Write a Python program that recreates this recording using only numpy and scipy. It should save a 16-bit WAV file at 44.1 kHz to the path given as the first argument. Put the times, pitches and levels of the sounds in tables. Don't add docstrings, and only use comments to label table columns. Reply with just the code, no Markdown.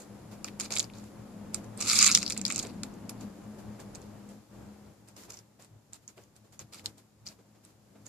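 import sys
import numpy as np
from scipy import signal
from scipy.fft import rfft, irfft
from scipy.io import wavfile
from scipy.ndimage import uniform_filter1d, minimum_filter1d

SR = 44100
rng = np.random.default_rng(int(sys.argv[2]) if len(sys.argv) > 2 else 0)


def store_wav(level_fs):
    pcm = np.round(np.clip(np.atleast_2d(level_fs), -1, 1) * 32767)
    wavfile.write(sys.argv[1], SR, pcm.T.astype(np.int16))


def attenuation_scalar(level_db):
    decades = np.asarray(level_db, float) / 20
    return 10 ** decades


N = 356460

# pitch in Hz, width in Hz, level in dB.
FOOD_BODY = [(1265, 360, -5), (2385, 750, -4), (3460, 830, -4.5), (4500, 1300, -0.8), (6500, 1100, -3),
             (9900, 9800, -9.5)]
HOLLOW_MODES, BRIGHT_MODES = FOOD_BODY[:2], FOOD_BODY[2:]
# start in seconds,
# peak in dB, ring in Hz, breadth in dB, knock in dB.
CRACKS = [(0.4444, -21, 4910, -3, -8), (0.4789, -39, 2890, -4, 0), (0.4841, -35, 2200, -4, -3),
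          (0.599, -19, 7880, 2, -8), (0.6029, -27, 5510, -3, -7), (0.6082, -23, 4610, -1, -12),
          (0.6436, -37, 8140, -5, -14), (0.6475, -36, 7360, -3, -14), (0.7057, -30, 2200, 1, -7),
          (0.7204, -26, 5250, -11, -16), (0.7236, -18, 7190, 1, -25), (0.7381, -25, 4820, 1, -14),
          (0.7574, -24, 7360, 0, -20), (0.7652, -22, 2630, -2, -5), (0.7719, -15, 3830, -5, -13),
          (0.7824, -28, 5170, -11, -14), (0.785, -19, 7190, -4, -20), (0.7948, -11, 6240, -2, -23),
          (0.8012, -15, 3920, -1, -15), (0.8072, -29, 7710, 0, -9), (0.8276, -29, 6630, -1, -21),
          (0.8422, -32, 4780, -10, -16), (0.8992, -43, 2330, -16, -2), (0.9363, -44, 3750, -12, -8),
          (0.9848, -41, 6850, -6, -19), (1.0401, -47, 6850, -1, -10), (1.5448, -16, 8140, -2, -16),
          (1.5527, -39, 5640, -7, -16), (1.5595, -38, 6240, -4, -14), (1.6433, -48, 6890, 0, -9),
          (1.7756, -32, 8610, -13, -15),
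          (1.8052, -24, 7410, -3, -11), (1.8112, -19, 7020, -1, -19), (1.8237, -22, 5040, -5, -13),
               (1.8273, -24, 7490, -6, -18), (1.8457, -29, 5470, 2, -12), (1.8515, -27, 7490, 0, -15),
               (1.876, -21, 5300, 0, -12), (1.8814, -22, 7150, -4, -14), (1.89, -17, 5990, -2, -12),
               (1.8982, -10, 4440, -4, -18), (1.9077, -18, 4480, -5, -11), (1.9543, -17, 5120, -6, -20),
               (1.9604, -17, 5250, -7, -17), (1.9894, -6, 5040, -4, -20), (2.0001, -15, 4910, -5, -15),
               (2.0041, -12, 4820, -10, -19), (2.0087, -14, 4690, -12, -15), (2.0128, -10, 7110, 0, -19),
               (2.0178, -13, 4180, -4, -14), (2.0267, -5, 7110, -2, -20), (2.0443, -8, 4260, -1, -11),
               (2.0585, -14, 4650, -7, -18), (2.064, -6, 7150, 1, -12), (2.0696, -10, 4690, -4, -10),
               (2.0767, -7, 6930, -1, -20), (2.0851, -15, 2370, -4, -5), (2.1147, -9, 5600, 1, -19),
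               (2.1212, -16, 7110, -5, -26), (2.1255, -20, 5040, -6, -13), (2.1496, -2, 5470, -3, -28),
               (2.1595, -20, 5380, -6, -19), (2.1676, -21, 7150, 0, -20), (2.1741, -10, 4520, -3, -11),
               (2.185, -24, 6200, -3, -20),
          (2.2212, -28, 4130, -6, -8), (2.2292, -17, 5120, -4, -8), (2.2353, -32, 6720, 0, -14),
             (2.2636, -18, 4570, -17, -23), (2.2782, -21, 4690, -14, -18), (2.2864, -33, 5210, -10, -14),
             (2.2993, -20, 7110, 1, -15), (2.3048, -18, 3920, 1, -7), (2.3126, -33, 5300, -14, -12),
             (2.3225, -20, 5000, -4, -15), (2.3304, -32, 5210, -9, -15), (2.3648, -37, 2450, -7, 1),
             (2.3763, -22, 7670, -1, -20), (2.3943, -38, 3060, -7, -4), (2.4143, -22, 6930, 0, -15),
             (2.4519, -15, 4310, -7, -17), (2.4602, -35, 5380, -13, -13), (2.4638, -22, 5040, -4, -12),
             (2.4725, -35, 4950, -12, -17), (2.4802, -24, 6980, -2, -18), (2.5012, -19, 5380, 1, -6),
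             (2.5044, -23, 2370, -5, -3), (2.509, -30, 2330, -5, -2), (2.513, -25, 6630, 0, -14),
             (2.5229, -21, 7360, -1, -15), (2.5302, -30, 6800, -3, -7), (2.5462, -28, 5170, 1, -10),
             (2.5603, -15, 6890, -5, -18), (2.5682, -34, 5470, -7, -16), (2.5794, -22, 6980, 1, -13),
             (2.5908, -16, 5380, -1, -19), (2.5943, -21, 5000, 0, -16), (2.5976, -23, 3830, -3, -13),
             (2.627, -29, 7020, -2, -20), (2.6303, -31, 7020, -6, -11), (2.6499, -35, 2020, 0, -7),
             (2.6689, -35, 7920, 1, -9),
          (2.8338, -23, 4050, 1, -6), (2.9397, -46, 7060, -3, -17), (3.0934, -28, 4910, -2, -6),
               (3.0967, -41, 6800, -6, -10), (3.2098, -39, 6420, -3, -16), (3.8014, -41, 7880, -3, -11),
               (3.9496, -35, 6160, -4, -17), (3.9547, -32, 7710, -7, -18), (4.0169, -45, 7190, -3, -17),
               (4.2898, -49, 7920, -3, -8), (5.0858, -43, 8350, -3, -15), (5.1653, -44, 5430, -4, -11),
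               (5.2358, -46, 5730, -8, -3), (5.302, -33, 5770, -3, -12), (5.3056, -33, 5680, -6, -13),
               (5.321, -38, 5680, -3, -12), (5.334, -41, 6550, -7, -16), (5.3379, -42, 6720, -2, -11),
               (5.3414, -38, 5940, -9, -15), (5.3454, -42, 5770, -9, -13), (5.3716, -40, 5640, -16, -20),
               (5.3745, -45, 5510, -9, -15), (5.3892, -40, 5430, -13, -18),
          (5.6231, -44, 7410, -5, -17), (5.6464, -44, 8180, -2, -16), (5.9328, -33, 7320, -4, -21),
               (5.9442, -42, 8050, -3, -11), (6.0779, -36, 6500, -13, -27), (6.0909, -46, 6330, -6, -11),
               (6.1794, -48, 2020, -8, -3), (6.2374, -48, 6460, -7, -19), (6.3641, -45, 8350, -1, -15),
               (6.5236, -51, 6630, -2, -14), (6.5924, -33, 6500, -9, -11), (6.6003, -42, 5770, -8, -7),
               (6.7356, -37, 3920, -2, -11), (6.7446, -38, 8100, -2, -4), (6.7868, -43, 4010, -9, -15),
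               (6.7948, -39, 3100, -1, -5), (6.8588, -21, 4010, -6, -13), (6.865, -36, 7110, 0, -19),
               (6.9811, -47, 7840, -5, -19), (7.2657, -33, 4650, -9, -12), (7.2707, -32, 4650, -13, -23),
               (7.2757, -35, 6240, -12, -15), (7.2866, -40, 4870, -14, -16), (7.65, -43, 8440, -2, -19),
               (8.0653, -34, 6800, -13, -24),
          (.754, -27, 7600, -3, -18), (1.5432, -26, 7700, -4, -20), (2.147, -20, 7200, -3, -25),
         (2.151, -7, 3400, -8, -28), (3.0955, -30, 10500, -6, -25), (5.3047, -36, 11000, -6, -25)]


def cracks(width_hz=2700, bright_db=-5.5, narrows=.4, knock_db=-0.8):
    rise_s, splinter_s, tail_s, tail_db = .0007, .0006, .009, -32
    length = 1300
    t = np.arange(length) / SR
    out = np.zeros((2, N + 4096))
    events = CRACKS
    for s, peak_db, hz, breadth_db, hollow_db in events:
        noise = rng.standard_normal((2, length))
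        breaks = rng.random((2, length)) < .3
        tail = attenuation_scalar(tail_db) * noise * np.exp(-t / tail_s)
        splinters = noise * breaks * np.exp(-t / splinter_s) + tail
        splinters = splinters * (1 - np.exp(-t / rise_s))
        energy = np.sum(splinters ** 2, axis=1, keepdims=True)
        splinters = pair(splinters / np.sqrt(energy), 0.35)

        wide = width_hz * attenuation_scalar(narrows * breadth_db)
        ring = resonate(resonate(splinters, hz, wide), hz, wide)
        bright = attenuation_scalar(bright_db + breadth_db) * body(splinters, BRIGHT_MODES)
        sharp = shaded(ported(ring + bright))
        knock = hollow(pair(splinters[::-1], 0.7))
        crack = sharp / np.abs(sharp.mean(axis=0)).max()
        crack = crack + attenuation_scalar(hollow_db + knock_db) * knock / np.abs(knock).max()
        at = round((s - .4 * rise_s) * SR)
        out[:, at:at + length] += attenuation_scalar(peak_db - 0.7) * crack
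    band = signal.butter(3, [950, 14800], "band", fs=SR, output="sos")
    return signal.sosfilt(band, out[:, :N])


def crackle(level_db, deep_db, clump_db=2.4, shift_db=2.2):
    per_s, uneven_db = 9000, 3
    sizes = attenuation_scalar(uneven_db * np.minimum(rng.exponential(1, (2, N)), 4))
    sizes = sizes * rng.choice([-1, 1], (2, N))
    clumps = attenuation_scalar(clump_db * drift(150))
    grains = clumps * sizes * (rng.random((2, N)) < per_s / SR) + 1e-18
    rung = attenuation_scalar(3.5 + deep_db + shift_db * drift(1200)) * hollow(pair(grains, 0.8))
    for k, (hz, width_hz, db) in enumerate(BRIGHT_MODES):
        gain = attenuation_scalar(db + deep_db * (hz < 5500) + shift_db * drift(2500))
        alike = np.clip(1.3 - hz / 4000, 0, 1)
        rung += (-1) ** k * gain * resonate(pair(grains, alike), hz, width_hz)
    band = signal.butter(8, [1000, 13000], "band", fs=SR, output="sos")
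    rung = signal.sosfilt(band, shaded(ported(rung)))
    return attenuation_scalar(level_db - 9.2) * rms_one(rung)


# start in seconds, held time in seconds, crackle in dB, suppressor opening in dB.
BITES = [(-.011, .04, -40, 6), (0.309, 0.031, -51, 8.5), (.441, .04, -44, 12), (0.59, 0.071, -29.5, 13.5),
         (.701, .145, -31, 19), (.94, 0.14, -52, 4.5), (1.53, 0.057, -50, 11.5), (1.63, 0.02, -58, 3.5),
         (1.775, .56, -57, 12), (2.456, .23, -60, 6), (2.831, 0.037, -57, 6), (3.088, 0.027, -56, 6),
         (3.2, 0.032, -58, 9), (3.58, 0.023, -64, 6.5), (3.791, 0.024, -53, 10), (3.941, 0.016, -46, 8),
         (4.01, 0.025, -66, 0.5), (4.289, 0.026, -66, 5.5)]
NIBBLES = [(5.07, .028, -65, 9), (5.159, 0.1, -57, 16), (5.289, 0.11, -57, 14), (5.59, 0.063, -63, 12.5),
           (5.922, 0.038, -48, 15), (6.02, .021, -71, 4), (6.075, 0.029, -53, 12.5), (6.16, 0.083, -70, 8),
           (6.35, .023, -72, 8), (6.44, .026, -73.5, 3.5), (6.52, 0.026, -68, 12), (6.589, 0.03, -48, 19),
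           (6.718, .085, -41, 15), (6.837, 0.06, -57, 14.5), (6.97, 0.027, -58, 10.5),
           (7.25, .075, -46, 14), (7.379, 0.026, -68, 1), (7.54, 0.023, -70.5, 0.5), (7.631, 0.077, -68, 7),
           (8.051, .042, -50, 11.5)]
# time in seconds, crackle in dB, depth in dB.
CRUNCH = [(1.76, -62, -6), (1.79, -40, -3), (1.81, -24, -2), (1.858, -31, 0), (1.888, -18, 0),
          (1.98, -16, 0), (2.05, -12, 0), (2.1, -20, 1), (2.14, -27, 0)]
GIVING_WAY = [(2.2, -30, -2), (2.25, -38, -1), (2.33, -38, -1), (2.37, -44, 0), (2.444, -50, -1),
              (2.456, -37, 0), (2.6, -36, -2), (2.7, -50, -3), (2.81, -71, 0)]


def pressure_db(swing_db):
    close_s, give_db_per_s, let_go_db_per_s = .012, 130, 600
    rest_db, rest_follows = -64.5, .9
    t = np.arange(N) / SR
    crunching = (t > CRUNCH[0][0]) * (t < GIVING_WAY[-1][0])
    gain = attenuation_scalar(rest_db + rest_follows * swing_db)
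    gain = gain + attenuation_scalar(in_time(CRUNCH + GIVING_WAY)[0]) * crunching
    for s, held, db, _ in BITES + NIBBLES:
        span = slice(max(int(s * SR), 0), int((s + held + .2) * SR))
        since = t[span] - s
        give_db = give_db_per_s * np.maximum(since - close_s, 0)
        let_go_db = let_go_db_per_s * np.maximum(since - held, 0)
        gain[span] += attenuation_scalar(db - (give_db + let_go_db)) * np.clip(since / close_s, 0, 1) ** 2
    return 20 * np.log10(gain)


# time in seconds, depth in dB.
DEPTHS = [(.02, -9), (.33, -2), (.63, 0), (.78, 1.5), (1.57, -5), (5.34, -3), (5.94, -4), (6.09, -4),
          (6.61, 0), (6.76, 0), (6.88, 0), (7.29, 2), (8.07, -4)]


def depth_db():
    started = np.arange(N) / SR > CRUNCH[0][0]
    return in_time(CRUNCH + GIVING_WAY)[1] * started + bells(*np.transpose(DEPTHS), .04)


def hollow(x):
    return sum(attenuation_scalar(db) * resonate(resonate(x, hz, w), hz, w) for hz, w, db in HOLLOW_MODES)


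# start in seconds, pitch in Hz, level in dB.
THUMPS = [(.7, 700, -51.5), (.79, 380, -65), (2.03, 350, -48.5), (2.635, 380, -46), (3.789, 383, -53),
          (5.28, 508, -57), (5.589, 630, -65), (6.171, 380, -56.5), (6.182, 724, -75), (6.44, 405, -66.5),
          (7.385, 397, -64), (7.545, 402, -65.5), (7.95, 294, -61)]


def thumps(rise_s=0.0048, fall_s=0.024, width_hz=220):
    length = 6000
    t = np.arange(length) / SR
    swell = (1 - np.exp(-t / rise_s)) * np.exp(-t / fall_s)
    out = np.zeros((2, N + 8192))
    for s, hz, db in THUMPS:
        puff = rms_one(resonate(pair(rng.standard_normal((2, length)), .7), hz, width_hz))
        at = round(s * SR)
        out[:, at:at + length] += attenuation_scalar(db + 8) * puff * swell
    return out[:, :N]


# pitch in Hz, width in Hz, level in dB.
ROOM_MODES = [(36.04, 31, -22), (69, 35, -11), (108, 16, -3.5), (143, 32, -8), (180, 16, -10.5),
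              (208, 15, -10), (246, 28, -10.5), (289.4, 27, -15)]
# time in seconds, level in dB.
NEIGHBOURS = [(0, -5), (.6, -4), (.85, 1), (1.1, -3), (1.8, -2), (2.1, 1), (3.2, 1), (3.5, -5), (4.8, -7),
              (5.2, 0), (8.08, 0)]
FULL_FLOW_DB = -58


def drone(swing_db, low_gust_db, upper_gust_db, rumble_db):
    low_db = -55.5 + .85 * swing_db + low_gust_db
    flow_upper_db = -48.5 + 1.26 * swing_db
    upper_db = flow_upper_db + upper_gust_db
    beside_db = flow_upper_db - 4.0 + in_time(NEIGHBOURS)[0] + .3 * upper_gust_db
    deepest_db = rumble_db - 9.0 + .5 * (rumble_db - FULL_FLOW_DB)

    air = pair(rng.standard_normal((2, N)), 0.91)
    rung = [attenuation_scalar(db) * rms_one(resonate(resonate(air, hz, w), hz, w)) for hz, w, db in ROOM_MODES]
    deepest = attenuation_scalar(deepest_db) * rms_one(rung[0])
    low = attenuation_scalar(low_db + 1.46) * rms_one(sum(rung[1:4]))
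    beside = attenuation_scalar(beside_db) * rms_one(rung[4] + rung[6] + rung[7])
    blade_air = .55 * rms_one(rung[5])
    upper = attenuation_scalar(upper_db - 2.5) * rms_one(blade_air + fan())
    return deepest + low + beside + upper


def fan():
    fan_hz, wander_hz, level_db = 207.5, 4, -1.5
    turns = np.cumsum(fan_hz + wander_hz * drift(2500)) / SR
    return np.sqrt(2) * attenuation_scalar(level_db + 2.2 * drift(2000)) * np.sin(2 * np.pi * turns)


# time in seconds, low drone gain in dB, upper drone gain in dB.
GUSTS = [(.05, -2, -5), (.2, 1.5, -11), (.43, -1, 4), (.58, 3, 5), (.86, 1, -7), (1.03, 0, 3),
         (1.1, -4, -4), (1.19, 6, -1.5), (1.3, -2, -5), (1.46, 2, 2), (1.73, 1, -7.5), (1.9, -2, -5),
         (2.3, 1, -5), (2.53, -3, 4), (2.63, 2, -5), (3.25, 3, 5), (3.34, -7, -8), (3.41, -2, 4),
         (3.45, 5, -6), (3.49, -7, 6), (3.56, 0, -6), (3.69, 6, 3), (3.981, 3.5, -4), (4.16, 3.5, 4),
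         (4.27, -2, 3.5), (4.36, -6, 2), (4.47, -8, -6), (4.62, 5, 4), (4.68, 4, 3), (4.77, -3, -6),
         (4.88, 5, 1), (4.96, -4, -5), (5.29, 2, 3), (5.745, 12, 5), (5.93, 5, 0.5), (6.2, 4, 4),
         (6.62, 12.5, 4.5), (6.86, 10.5, 2.5), (7.23, 8, -1), (7.29, 6.5, 11)]


def gusts_db():
    gust_s = 0.03
    s, low_db, upper_db = np.transpose(GUSTS)
    return bells(s, low_db, gust_s), bells(s, upper_db, gust_s)


# frequency in Hz, level in dB per Hz.
RUMBLE = [(180, -31), (300, -1), (392, -6), (539, -5.5), (676, -9.5), (822, -10.5), (3500, -32),
          (4550, -52.5), (7700, -120)]


def rumble(rumble_db, opened_db):
    return attenuation_scalar(rumble_db + 3.0 + 0.34 * opened_db) * coloured(RUMBLE, 0.55)


# frequency in Hz, level in dB per Hz.
HISS = [(410, -30.5), (700, -4), (2140, -9), (5900, -14), (7900, -15.5), (11000, -12), (14500, -15),
        (16000, -19.5)]


def hiss(swing_db, opened_db):
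    rest_db, follows = -79.5, 0.49
    level_db = rest_db + follows * np.minimum(swing_db, 0) + 12.5 + opened_db
    return ported(attenuation_scalar(level_db) * coloured(HISS, 0.026))


def whine():
    hz, level_db, fade_db_per_s, ends_s = 10002, -78.5, .7, 4.05
    t = np.arange(N) / SR
    wobble = attenuation_scalar(1.5 * drift(1500))
    level = attenuation_scalar(level_db - fade_db_per_s * t) * (t < ends_s)
    return np.sqrt(2) * level * wobble * np.sin(2 * np.pi * hz * t)


# time in seconds, air flow in dB.
LET_THROUGH = [(0, -57.5), (1.1, -58), (2.02, -53.5), (3.87, -57), (4.34, -59), (4.48, -66.5), (4.55, -58),
               (4.88, -63), (5.04, -68), (5.29, -67), (5.5, -72), (5.87, -73), (6.5, -72.5), (6.86, -68),
               (7.16, -75), (7.3, -71.5), (7.79, -72), (8.08, -66.5)]


def let_through_db():
    return in_time(LET_THROUGH)[0]


def suppressor_db():
    open_s, close_s, sag_per_s = .008, .016, 2.5

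    def opening(t):
        total = 0
        for s, held, _, db in BITES + NIBBLES:
            sag = sag_per_s * np.clip(t - s, 0, held)
            closing = np.maximum(t - s - held, 0) / close_s
            total = total + db * np.clip((t - s) / open_s, 0, 1) * np.exp(-sag - closing)
        return total

    return smooth(opening)


# pitch in Hz, width in Hz, level in dB.
PORTS = [(5200, 2400, 4), (7136, 990, 10.5)]


def ported(stereo):
    return np.array([x + attenuation_scalar(db) * resonate(x, hz, w) for x, (hz, w, db) in zip(stereo, PORTS)])


def shaded(x, cut_hz=6000):
    left = signal.lfilter(*signal.butter(1, cut_hz, fs=SR), x[0])
    return np.array([left * attenuation_scalar(0.5), x[1]])


def resonate(x, hz, width_hz):
    r = np.exp(-np.pi * width_hz / SR)
    b = (1 - r * r) / 2 * np.array([1, 0, -1])
    return signal.lfilter(b, [1, -2 * r * np.cos(2 * np.pi * hz / SR), r * r], x)


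def body(x, modes):
    return sum((-1) ** k * attenuation_scalar(db) * resonate(x, hz, w) for k, (hz, w, db) in enumerate(modes))


def pair(draw, alike):
    alike = np.clip(alike, 0, 1)
    opposed = draw[1] * np.array([[1], [-1]])
    return np.sqrt(1 + alike) * draw[0] + np.sqrt(1 - alike) * opposed


def coloured(spectrum, alike):
    hz, db = np.transpose(spectrum)
    grid = np.maximum(np.arange(N // 2 + 1) * SR / N, 1)
    shape = attenuation_scalar(np.interp(np.log(grid), np.log(hz), db))
    noise = pair(rng.standard_normal((2, N)), alike)
    return rms_one(irfft(rfft(noise) * shape, N))


def drift(span):
    return rms_one(uniform_filter1d(rng.standard_normal(N), size=span))


def rms_one(x):
    return x / np.sqrt(np.mean(x ** 2) + 1e-20)


def in_time(rows):
    s, *columns = np.transpose(rows)
    return [np.interp(np.arange(N) / SR, s, c) for c in columns]


def smooth(shape):
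    t = np.arange(0, N + 32, 32) / SR
    return np.interp(np.arange(N) / SR, t, shape(t))


def bells(s, db, width_s):
    return smooth(lambda t: sum(d * np.exp(-.5 * ((t - at) / width_s) ** 2) for at, d in zip(s, db)))


def scene():
    flow_db = let_through_db()
    swing_db = flow_db - FULL_FLOW_DB
    opened_db = suppressor_db()
    low_gust_db, upper_gust_db = gusts_db()
    food = thumps() + cracks() + crackle(pressure_db(swing_db), depth_db())
    rumble_db = flow_db + 0.35 * low_gust_db
    air = drone(swing_db, low_gust_db, upper_gust_db, rumble_db) + rumble(rumble_db, opened_db)
    air = air * attenuation_scalar(np.array([[1.3], [-1.3]]))
    return food + air + hiss(swing_db, opened_db) + whine()


def starved(x):
    limit_db, top_hz, frame = -50, 13000, 512
    high = signal.butter(2, 3000, "high", fs=SR, output="sos")
    power = signal.sosfilt(high, x.mean(axis=0)) ** 2
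    lasting = minimum_filter1d(uniform_filter1d(power, size=150), size=400)
    frames = np.repeat(lasting[::frame], frame)[:N] > attenuation_scalar(2 * limit_db)
    clicks = uniform_filter1d(power, size=100) > 40 * lasting
    kept = signal.sosfiltfilt(signal.cheby2(10, 30, top_hz, fs=SR, output="sos"), x)
    share = uniform_filter1d((frames & ~clicks) * 1., size=128)
    return x + share * (kept - x)


def band_limit(x):
    return signal.sosfilt(signal.butter(12, 15300, fs=SR, output="sos"), x)


def record(dry):
    rounded = 1.1 * np.tanh(dry / 1.1)
    cut = signal.sosfilt(signal.cheby2(14, 35, 15000, fs=SR, output="sos"), rounded)
    return band_limit(starved(cut))


dry = scene()
out = record(dry)
store_wav(out)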